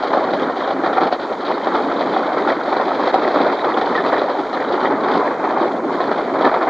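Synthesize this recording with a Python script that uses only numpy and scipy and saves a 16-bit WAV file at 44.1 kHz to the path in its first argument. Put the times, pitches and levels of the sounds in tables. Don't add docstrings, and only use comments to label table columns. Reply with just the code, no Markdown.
import sys
import numpy as np
from scipy import signal
from scipy.fft import rfft, irfft, next_fast_len
from scipy.io import wavfile
from scipy.ndimage import uniform_filter1d, map_coordinates

SR = 44100
rng = np.random.default_rng(int(sys.argv[2]) if len(sys.argv) > 2 else 0)


def bounce(signal):
    frames = np.transpose(np.atleast_2d(signal))
    limited = np.clip(frames, -1, 1)
    pcm = np.round(limited * 32767).astype(np.int16)
    wavfile.write(sys.argv[1], SR, pcm)


def elevation(decibels):
    levels = np.asarray(decibels, float)
    return 10 ** (levels / 20)


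N = 295029

# time in seconds, peak before the microphone in dB, centre in Hz,
# rattle of the fittings over the peak in dB, chatter of the wheels afterwards over the peak in dB.
KNOCK_ROWS = [(0.033, -8, 624, -34, -22), (0.102, -11.5, 590, -35, -17), (0.13, -6.5, 673, -25, -7),
              (0.169, -2, 740, -32.5, -19), (0.192, -5.5, 330, -36, -23), (0.272, -11.5, 560, -28, -23),
              (0.334, 0, 527, -28.5, -22.5), (0.418, -6, 300, -26, -12), (0.484, -15, 757, -35, -24),
              (0.496, -5, 724, -43, -21), (0.568, -10.5, 762, -21, -19.5), (0.674, -6.5, 746, -24, -25),
              (0.704, -4, 650, -30, -22), (0.762, -11.5, 700, -35, -23), (0.835, -5.5, 804, -33, -4.5),
              (0.86, -5, 866, -25, -11.5), (0.929, -9, 955, -23, -24), (0.95, -11.5, 740, -27, -9),
              (0.969, -6, 1100, -32, -7), (0.98, -0.5, 750, -56, -13), (1.014, -2.5, 473, -28, -10),
              (1.032, -5, 820, -26.5, -22), (1.068, -6, 400, -33, -16), (1.124, -1, 750, -23, -28),
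              (1.195, -15, 627, -25, -23), (1.314, -5, 633, -45, -24), (1.45, -19, 700, -11, -25),
              (1.481, -4, 550, -30, -13.5), (1.669, -3, 730, -31, -28), (1.739, -7.5, 576, -24, -6.5),
              (2.007, -5.5, 834, -23, -30), (2.134, -15.5, 390, -18.5, -12), (2.163, -4, 748, -38, -22),
              (2.256, -14.5, 696, -38, -28), (2.279, -14, 700, -37, -23), (2.318, -8, 740, -48.5, -31),
              (2.369, -3, 616, -40, -13), (2.473, -2, 747, -32.5, -9.5), (2.497, -16, 301, -14.5, -24),
              (2.678, -13.5, 664, -36, -11), (2.726, -1, 634, -35, -26), (2.765, -1, 593, -32, -24),
              (2.797, -2, 780, -42, -19), (2.864, -4.5, 330, -40, -26), (2.906, -7.5, 764, -42, -29),
              (2.946, -12.5, 700, -18, -16), (2.995, -10, 600, -30.5, -8), (3.071, -4, 570, -25, -10.5),
              (3.14, 1.5, 597, -30, -23), (3.157, -3.5, 637, -45, -31), (3.232, -6.5, 358, -27.5, -13),
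              (3.277, 0.5, 400, -29.5, -19), (3.342, -5, 765, -28, -8.5), (3.401, 1.5, 520, -41, -13),
              (3.465, -5.5, 630, -27, -23), (3.499, -8.5, 900, -46, -23), (3.521, -8.5, 775, -26, -7),
              (3.609, -12, 756, -43, -24), (3.642, -2.5, 727, -33, -11.5), (3.771, -2, 777, -26, -14.5),
              (3.812, -3, 810, -25.5, -22), (3.95, -7.5, 1400, -22, -13), (3.975, -9, 1510, -28, -24),
              (4.038, -6, 487, -45, -8), (4.128, -2, 680, -36, -8.5), (4.179, -4.5, 900, -24.5, -12.5),
              (4.217, -3.5, 580, -38, -29), (4.296, -11.5, 465, -22.5, -7), (4.386, -6, 345, -34, -14),
              (4.528, -7.5, 710, -25, -10), (4.605, -13, 700, -24, -6), (4.722, -10.5, 770, -18.5, -8.5),
              (4.825, -8.5, 417, -29, -5), (4.899, -7, 750, -43, -13), (5.075, -9, 408, -30, -5),
              (5.092, -13, 625, -32, -11), (5.152, -4, 690, -26, -18), (5.251, -8.5, 781, -29, -23),
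              (5.439, -3.5, 780, -37, -13.5), (5.506, -12.5, 1300, -22, -22), (5.561, -7, 450, -42, -9),
              (5.61, -3, 310, -30, -12.5), (5.637, -8.5, 600, -45, -28), (5.842, -8, 422, -52, -26),
              (5.925, -15, 514, -18.5, -8), (6.002, -2.5, 813, -30, -16), (6.071, -10, 537, -26, -6),
              (6.113, -1, 484, -33, -22), (6.175, -12, 633, -28.5, -5.5), (6.275, -11.5, 594, -40, -26),
              (6.408, -0.5, 558, -33, -22), (6.444, -5.5, 895, -32, -8), (6.456, -9.5, 380, -38, -21),
              (6.471, -1.5, 804, -34.5, -25), (6.513, -7, 452, -38, -10), (6.54, -3, 760, -29.5, -9.5),
              (6.61, -4.5, 706, -42, -8.5), (6.626, -7, 980, -27, -26), (6.669, -4.5, 605, -41, -7)]
# frequency in Hz, relative level in dB.
FITTINGS_COLOUR = [(1590, -13.5), (2700, -3.5), (2900, -3.5), (3170, -0.5), (3320, -0.5), (3780, 0),
                   (4410, -3.5), (5250, -17.5), (6820, -31), (11600, -120)]
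# frequency in Hz, gain in dB.
MICROPHONE_GAIN = [(60, -74), (130, -31), (280, -3.5), (2000, 4.5), (2400, 9), (2750, -10.5), (3150, -8),
                   (5000, -12.5), (8000, -37.5)]


def unit(x):
    return x / np.sqrt(np.mean(x ** 2) + 1e-20)


def curves(rows):
    s, *cols = np.transpose(rows)
    return [np.interp(np.arange(N) / SR, s, c) for c in cols]


def wobble(rate):
    knots = rng.standard_normal(int(N * 200 / SR) + 4)
    return map_coordinates(knots, [np.arange(N) * min(rate, 200) / SR])


def coloured(x, points):
    m = 2 * next_fast_len(len(x) // 2 + 4096)
    f, db = np.transpose(points)
    log_hz = np.log(np.fft.rfftfreq(m, 1 / SR) + 1)
    gain = elevation(np.interp(log_hz, np.log(f + 1), np.maximum(db, -90)))
    cepstrum = irfft(np.log(gain), m)
    cepstrum[1:m // 2] *= 2
    cepstrum[m // 2 + 1:] = 0
    return irfft(rfft(x, m) * np.exp(rfft(cepstrum)), m)[:len(x)]


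def ringing(starts_s, hz, t60_s, gains, length_s):
    t = np.arange(round(length_s * SR)) / SR
    decay = elevation(-60 * t / t60_s[:, None])
    onset = 1 - np.exp(-t / 0.0011)
    rings = gains[:, None] * decay * np.sin(2 * np.pi * hz[:, None] * t) * onset
    at = np.round(starts_s * SR).astype(int)[:, None] + np.arange(len(t))
    return np.bincount(at.ravel(), rings.ravel(), N + SR)[:N]


def hail(spectrum, spread_db, swell_db):
    sizes = elevation(spread_db * np.minimum(rng.exponential(1, N), 4.5) + swell_db)
    return unit(coloured(sizes * rng.standard_normal(N), spectrum))


def patchy(x, depth_db):
    z = signal.stft(x, nperseg=256)[2]
    field = uniform_filter1d(rng.standard_normal(z.shape), size=3, axis=0)
    field = uniform_filter1d(field, size=8, axis=1)
    return unit(signal.istft(z * elevation(depth_db * unit(field)), nperseg=256)[1][:N])


def jolts(rate, spread_db, t60_s):
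    hops = (rng.random(N) < rate / SR) * elevation(spread_db * np.minimum(rng.exponential(1, N), 3))
    sinking = signal.lfilter([1], [1, -elevation(-60 / (t60_s * SR))], hops)
    return signal.fftconvolve(sinking, np.hanning(260) / 130)[:N]


def shaking():
    rise_s, t60_s = 0.0065, 0.32
    s, db, _, _, chatter_db = np.transpose(KNOCK_ROWS)
    blows = np.bincount(np.round(s * SR).astype(int), elevation(db + chatter_db) ** 2, N)[:N]
    t = np.arange(SR // 2) / SR
    envelope = elevation(-60 * t / t60_s) * (1 - np.exp(-t / rise_s))
    return np.sqrt(np.abs(signal.fftconvolve(blows, envelope ** 2)[:N]))


def lulls():
    # centre in seconds, level change in dB, half width to 1/e in seconds.
    bells = [(.55, -3.5, 0.066), (.78, -5.5, 0.081), (0.996, -8.5, 0.0083), (1.103, -6.5, 0.011),
             (1.18, -8.5, 0.012), (1.275, -5.5, 0.018), (1.36, -4, 0.015), (1.6, -2.5, 0.034),
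             (2.6, -3.5, 0.056), (3.122, -13, 0.0044), (3.392, -1, .008), (3.57, -5, 0.04),
             (4.029, -3.5, 0.011), (4.208, 2, 0.0051), (5.38, -2.5, 0.041), (5.7, -4, 0.012),
             (5.83, -4, 0.038), (6.38, -5, 0.0053)]
    t = np.arange(N) / SR
    return sum(db * np.exp(-((t - s) / width_s) ** 2) for s, db, width_s in bells)


def timber_drone(timber, shudder):
    # frequency in Hz, relative density in dB per Hz.
    timber_colour = [(41, -64), (70, -65.5), (105, -28.5), (284, -3), (480, -8.5), (620, -12.5),
                     (1060, -120)]
    swell_db = 0.27 * shudder + 1.6 * wobble(21) + 0.7 * wobble(11)
    return timber * hail(timber_colour, 2.23, swell_db)


def fittings_rattle(rolling, shudder, hops, sway):
    jingle = 1 + 0.92 * hops + 0.5 * jolts(58, 3.1, 0.029)
    swell_db = 0.57 * shudder + 0.23 * wobble(28) + 0.19 * sway + 0.71 * wobble(13)
    return rolling * patchy(jingle * hail(FITTINGS_COLOUR, 3.1, swell_db), depth_db=1.0)


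def taps():
    taps_per_s, median_hz, spread_octaves, t60_cycles = 200, 720.3, 0.549, 18.5
    when, size = rng.random((2, round(taps_per_s * N / SR)))
    hz = np.clip(median_hz * 2 ** (spread_octaves * rng.standard_normal(len(when))), 300, 1900)
    gains = elevation(-2.5 * np.log(size + .06))
    rings = ringing(when * N / SR, hz, t60_cycles / hz, gains, length_s=.05)
    return unit(coloured(rings, MICROPHONE_GAIN))


def wheel_roar(rolling, shudder, hops, sway):
    # frequency in Hz, relative density in dB per Hz.
    roar_colour = [(190, -35), (330, -3), (769, 0.5), (1380, -5), (1580, -10.5), (1790, -12), (2110, -14.5),
                   (2450, -23), (2720, -30.5), (2900, -35), (3770, -61.5), (6380, -120)]
    swell_db = 0.2 * shudder + 0.9 * wobble(60) + 0.1 * sway
    return rolling * patchy((1 + 0.2 * hops) * hail(roar_colour, 3, swell_db), depth_db=1.6)


def wheels():
    # time in seconds, rolling level before lulls and chatter in dB,
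    # rattle over the rolling in dB, timber drone over its drive in dB.
    rolling_rows = [(0.0, -21, -13.5, -7), (0.15, -20, -22, -5.5), (0.54, -20.5, -20, -2),
                    (0.65, -17.5, -18, -10), (0.82, -17.5, -22.5, -1), (0.86, -22.5, -24, -3),
                    (1.25, -22.5, -17.5, -8.5), (1.83, -20, -19.5, -4.5), (4.1, -18.5, -20.5, -7.5),
                    (4.4, -22.5, -21, -6.5), (4.71, -20.5, -20.5, -4.5), (5.01, -18, -24, -3.5),
                    (5.18, -18, -20.5, -1.5), (5.22, -19, -24.5, -8.5), (5.87, -21.5, -24.5, -0.5),
                    (6.04, -23, -21, -1.5), (6.33, -20.5, -27, -4.5), (6.47, -17, -22.5, -1.5),
                    (6.5, -20.5, -23.5, -7.5), (6.69, -22, -27, -5.5)]
    rolling_db, rattle_db, drone_db = curves(rolling_rows)
    lull_db = lulls()
    steady = elevation(rolling_db + lull_db)
    chatter = shaking() * elevation(lull_db)
    rolling = np.hypot(steady, chatter)
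    timber = np.hypot(steady, 0.48 * chatter)
    shudder, sway, hops = wobble(22), wobble(8.7), jolts(110, 1.3, 0.025)
    roar = elevation(-2.5) * wheel_roar(rolling, shudder, hops, sway)
    tapping = elevation(-4.5) * rolling * taps()
    rattle = elevation(rattle_db) * fittings_rattle(rolling, shudder, hops, sway)
    drone = elevation(drone_db) * timber_drone(timber, shudder)
    return roar + tapping + rattle + drone


def squeal():
    # time in seconds, mean pitch in Hz, relative level in dB.
    glide = [(5.0, 1110, -50), (5.04, 1095, -24), (5.13, 1060, -27), (5.2, 1010, -23), (5.26, 985, -25),
             (5.31, 980, -50)]
    pitch_hz, db = curves(glide)
    phase = 2 * np.pi * np.cumsum(pitch_hz + 14 * wobble(60)) / SR
    sounding = db > max(glide[0][2], glide[-1][2]) + 3
    level = np.sqrt(2) * elevation(db - 2.0 + 1.5 * wobble(45))
    return sounding * level * (np.sin(phase) + elevation(-28) * np.sin(2 * phase))


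def clacks():
    # time in seconds, relative level in dB, mean pitch in Hz.
    strikes = [(0.1296, -24, 3810), (0.3338, -27, 4540), (0.364, -34, 3630), (0.3898, -21, 3070),
               (0.4289, -21, 3600), (0.6303, -20, 3380), (0.6978, -23.5, 4470), (0.84, -21, 3730),
               (0.9313, -23, 3550), (1.1283, -25, 3820), (1.4686, -20, 3560), (1.5377, -20, 4070),
               (1.6297, -28, 3240), (1.667, -24.5, 3690), (1.733, -38, 4280), (1.9604, -21.5, 3590),
               (2.0003, -32, 3930), (2.136, -23, 3390), (2.4284, -26, 3650), (2.6303, -26, 4090),
               (2.7003, -31, 3830), (2.725, -25, 3920), (2.7637, -22, 4280), (2.9433, -32, 3830),
               (3.0415, -27, 4000), (3.1347, -20, 3424), (3.5673, -25, 3620), (3.6047, -20.5, 3980),
               (3.6466, -20, 3400), (3.7376, -19, 3160), (3.8152, -25, 3320), (4.015, -26, 3820),
               (4.0796, -29, 3840), (4.1878, -22, 3760), (4.5341, -23, 3890), (4.6453, -24.5, 3270),
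               (4.6783, -25, 3700), (4.824, -35, 3380), (4.8554, -20.5, 3180), (5.0385, -23.5, 3550),
               (5.6048, -25, 3350), (6.0098, -21, 3730), (6.4042, -23, 3630), (6.4495, -22, 3840),
               (6.5368, -26, 3730)]
    t60_s, pitch_spread = 0.037, 0.089
    s, db, hz = np.repeat(strikes, 16, axis=0).T
    chance = rng.standard_normal((len(s), 3))
    late_s = .009 * np.abs(chance[:, 0])
    gains = elevation(db - 11.5 + 2.3 * chance[:, 1] - 540 * late_s)
    partials_hz = hz * (1 + pitch_spread * chance[:, 2])
    rings = ringing(s + late_s, partials_hz, np.full(len(s), t60_s), gains, length_s=.05)
    return coloured(rings, FITTINGS_COLOUR)


def contact():
    t = np.arange(SR // 30) / SR
    force = rng.standard_normal(len(t)) * elevation(-26.0 - 60 * t / 0.043) * (1 - np.exp(-t / 0.0042))
    force[180:210] += elevation(-21) * np.hanning(30)
    return force


def knocks():
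    # mean frequency in Hz, relative level in dB, t60 in seconds.
    body_modes = [(310, -3, 0.058), (397, 3.5, 0.054), (520, -0.5, 0.039), (618, 9.5, 0.033),
                  (758, 10, 0.054), (1058, 8.5, 0.039), (1300, 17, 0.019), (1780, 14, 0.08),
                  (1980, -12, 0.071)]
    hz, level_db, t60_s = np.transpose(body_modes)[:, :, None]
    body, fittings, t = np.zeros(N + SR), np.zeros(N + SR), np.arange(SR // 8) / SR
    for s, db, centre_hz, rattle_db, _ in KNOCK_ROWS:
        level_chance, pitch_chance = rng.standard_normal((2, len(body_modes), 1))
        tilt_db = -16 * np.abs(np.log2(hz / centre_hz))
        decay = elevation(level_db + tilt_db + 2.0 * level_chance - 60 * t / t60_s)
        ring = decay * np.sin(2 * np.pi * hz * (1 + 0.035 * pitch_chance) * t)
        blow = signal.fftconvolve(ring.sum(0), contact())[:len(t)]
        start = round(s * SR) - 100
        body[start:start + len(t)] += elevation(db) * blow / np.abs(blow).max()
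        shake = elevation(db + rattle_db - 60 * t / .1) * (1 - np.exp(-(t / .003) ** 2))
        fittings[start:start + len(t)] += shake
    return coloured(body[:N], MICROPHONE_GAIN) + fittings[:N] * hail(FITTINGS_COLOUR, 1.9, 0)


def notched(x):
    # time in seconds, centre of the dip in Hz.
    dip_path = [(0, 2715), (.33, 2750), (.55, 2680), (1.18, 2800), (1.75, 2735), (2.3, 2815), (2.75, 2790),
                (3.15, 2860), (3.55, 2840), (3.8, 2750), (4.1, 2785), (4.72, 2675), (5.45, 2835),
                (5.8, 2700), (6.3, 2780), (6.69, 2765)]
    depth_db, half_width_hz = -10, 191
    hz, t, z = signal.stft(x, SR, nperseg=512)
    centre_hz = np.interp(t, *np.transpose(dip_path))
    dip_db = depth_db * np.exp(-((hz[:, None] - centre_hz) / half_width_hz) ** 2)
    return signal.istft(z * elevation(dip_db), SR, nperseg=512)[1][:N]


def scene():
    return np.tile(notched(wheels() + squeal() + clacks() + knocks()), (2, 1))


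def top_cut(x):
    return signal.sosfilt(signal.butter(12, 9800, fs=SR, output="sos"), x)


def record(dry):
    # frequency in Hz, relative density in dB per Hz.
    hiss_colour = [(20, -23.5), (26, -2), (90, -16), (300, -11.5), (5400, -17), (7000, -17), (7700, -30),
                   (8700, -25.5), (9500, -32), (10200, -75.5)]
    # frequency in Hz, rms level in dB.
    whistle_rows = [(5514, -83), (5755, -79), (6473, -83), (6953, -84), (7192, -83), (8807, -88)]
    # frequency in Hz, relative density in dB per Hz.
    side_colour = [(18, -19), (30, -7), (220, -11.5), (250, -29.5), (300, -27), (400, -27), (555, -24.5),
                   (720, -1), (1110, 0.5), (1990, -5.5), (2360, -14), (3960, -11), (5250, -21.5),
                   (7200, -33.5), (7800, -36), (9500, -41), (10200, -88.5)]
    t = np.arange(N) / SR
    rounded = dry / (1 + np.abs(dry / .93) ** 12) ** (1 / 12)
    hiss = elevation(-55.0 + 0.9 * wobble(12)) * unit(coloured(rng.standard_normal(N), hiss_colour))
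    whistles = sum(np.sqrt(2) * elevation(db) * np.sin(2 * np.pi * hz * t) for hz, db in whistle_rows)
    loudness = np.sqrt(np.abs(uniform_filter1d(rounded[0] ** 2, size=900)))
    side_noise = unit(coloured(rng.standard_normal(N), side_colour))
    side = elevation(-25.5 + 3.0 * wobble(15)) * loudness * side_noise
    return top_cut(rounded + hiss + whistles + [side, -side])


dry = scene()
out = record(dry)
bounce(out)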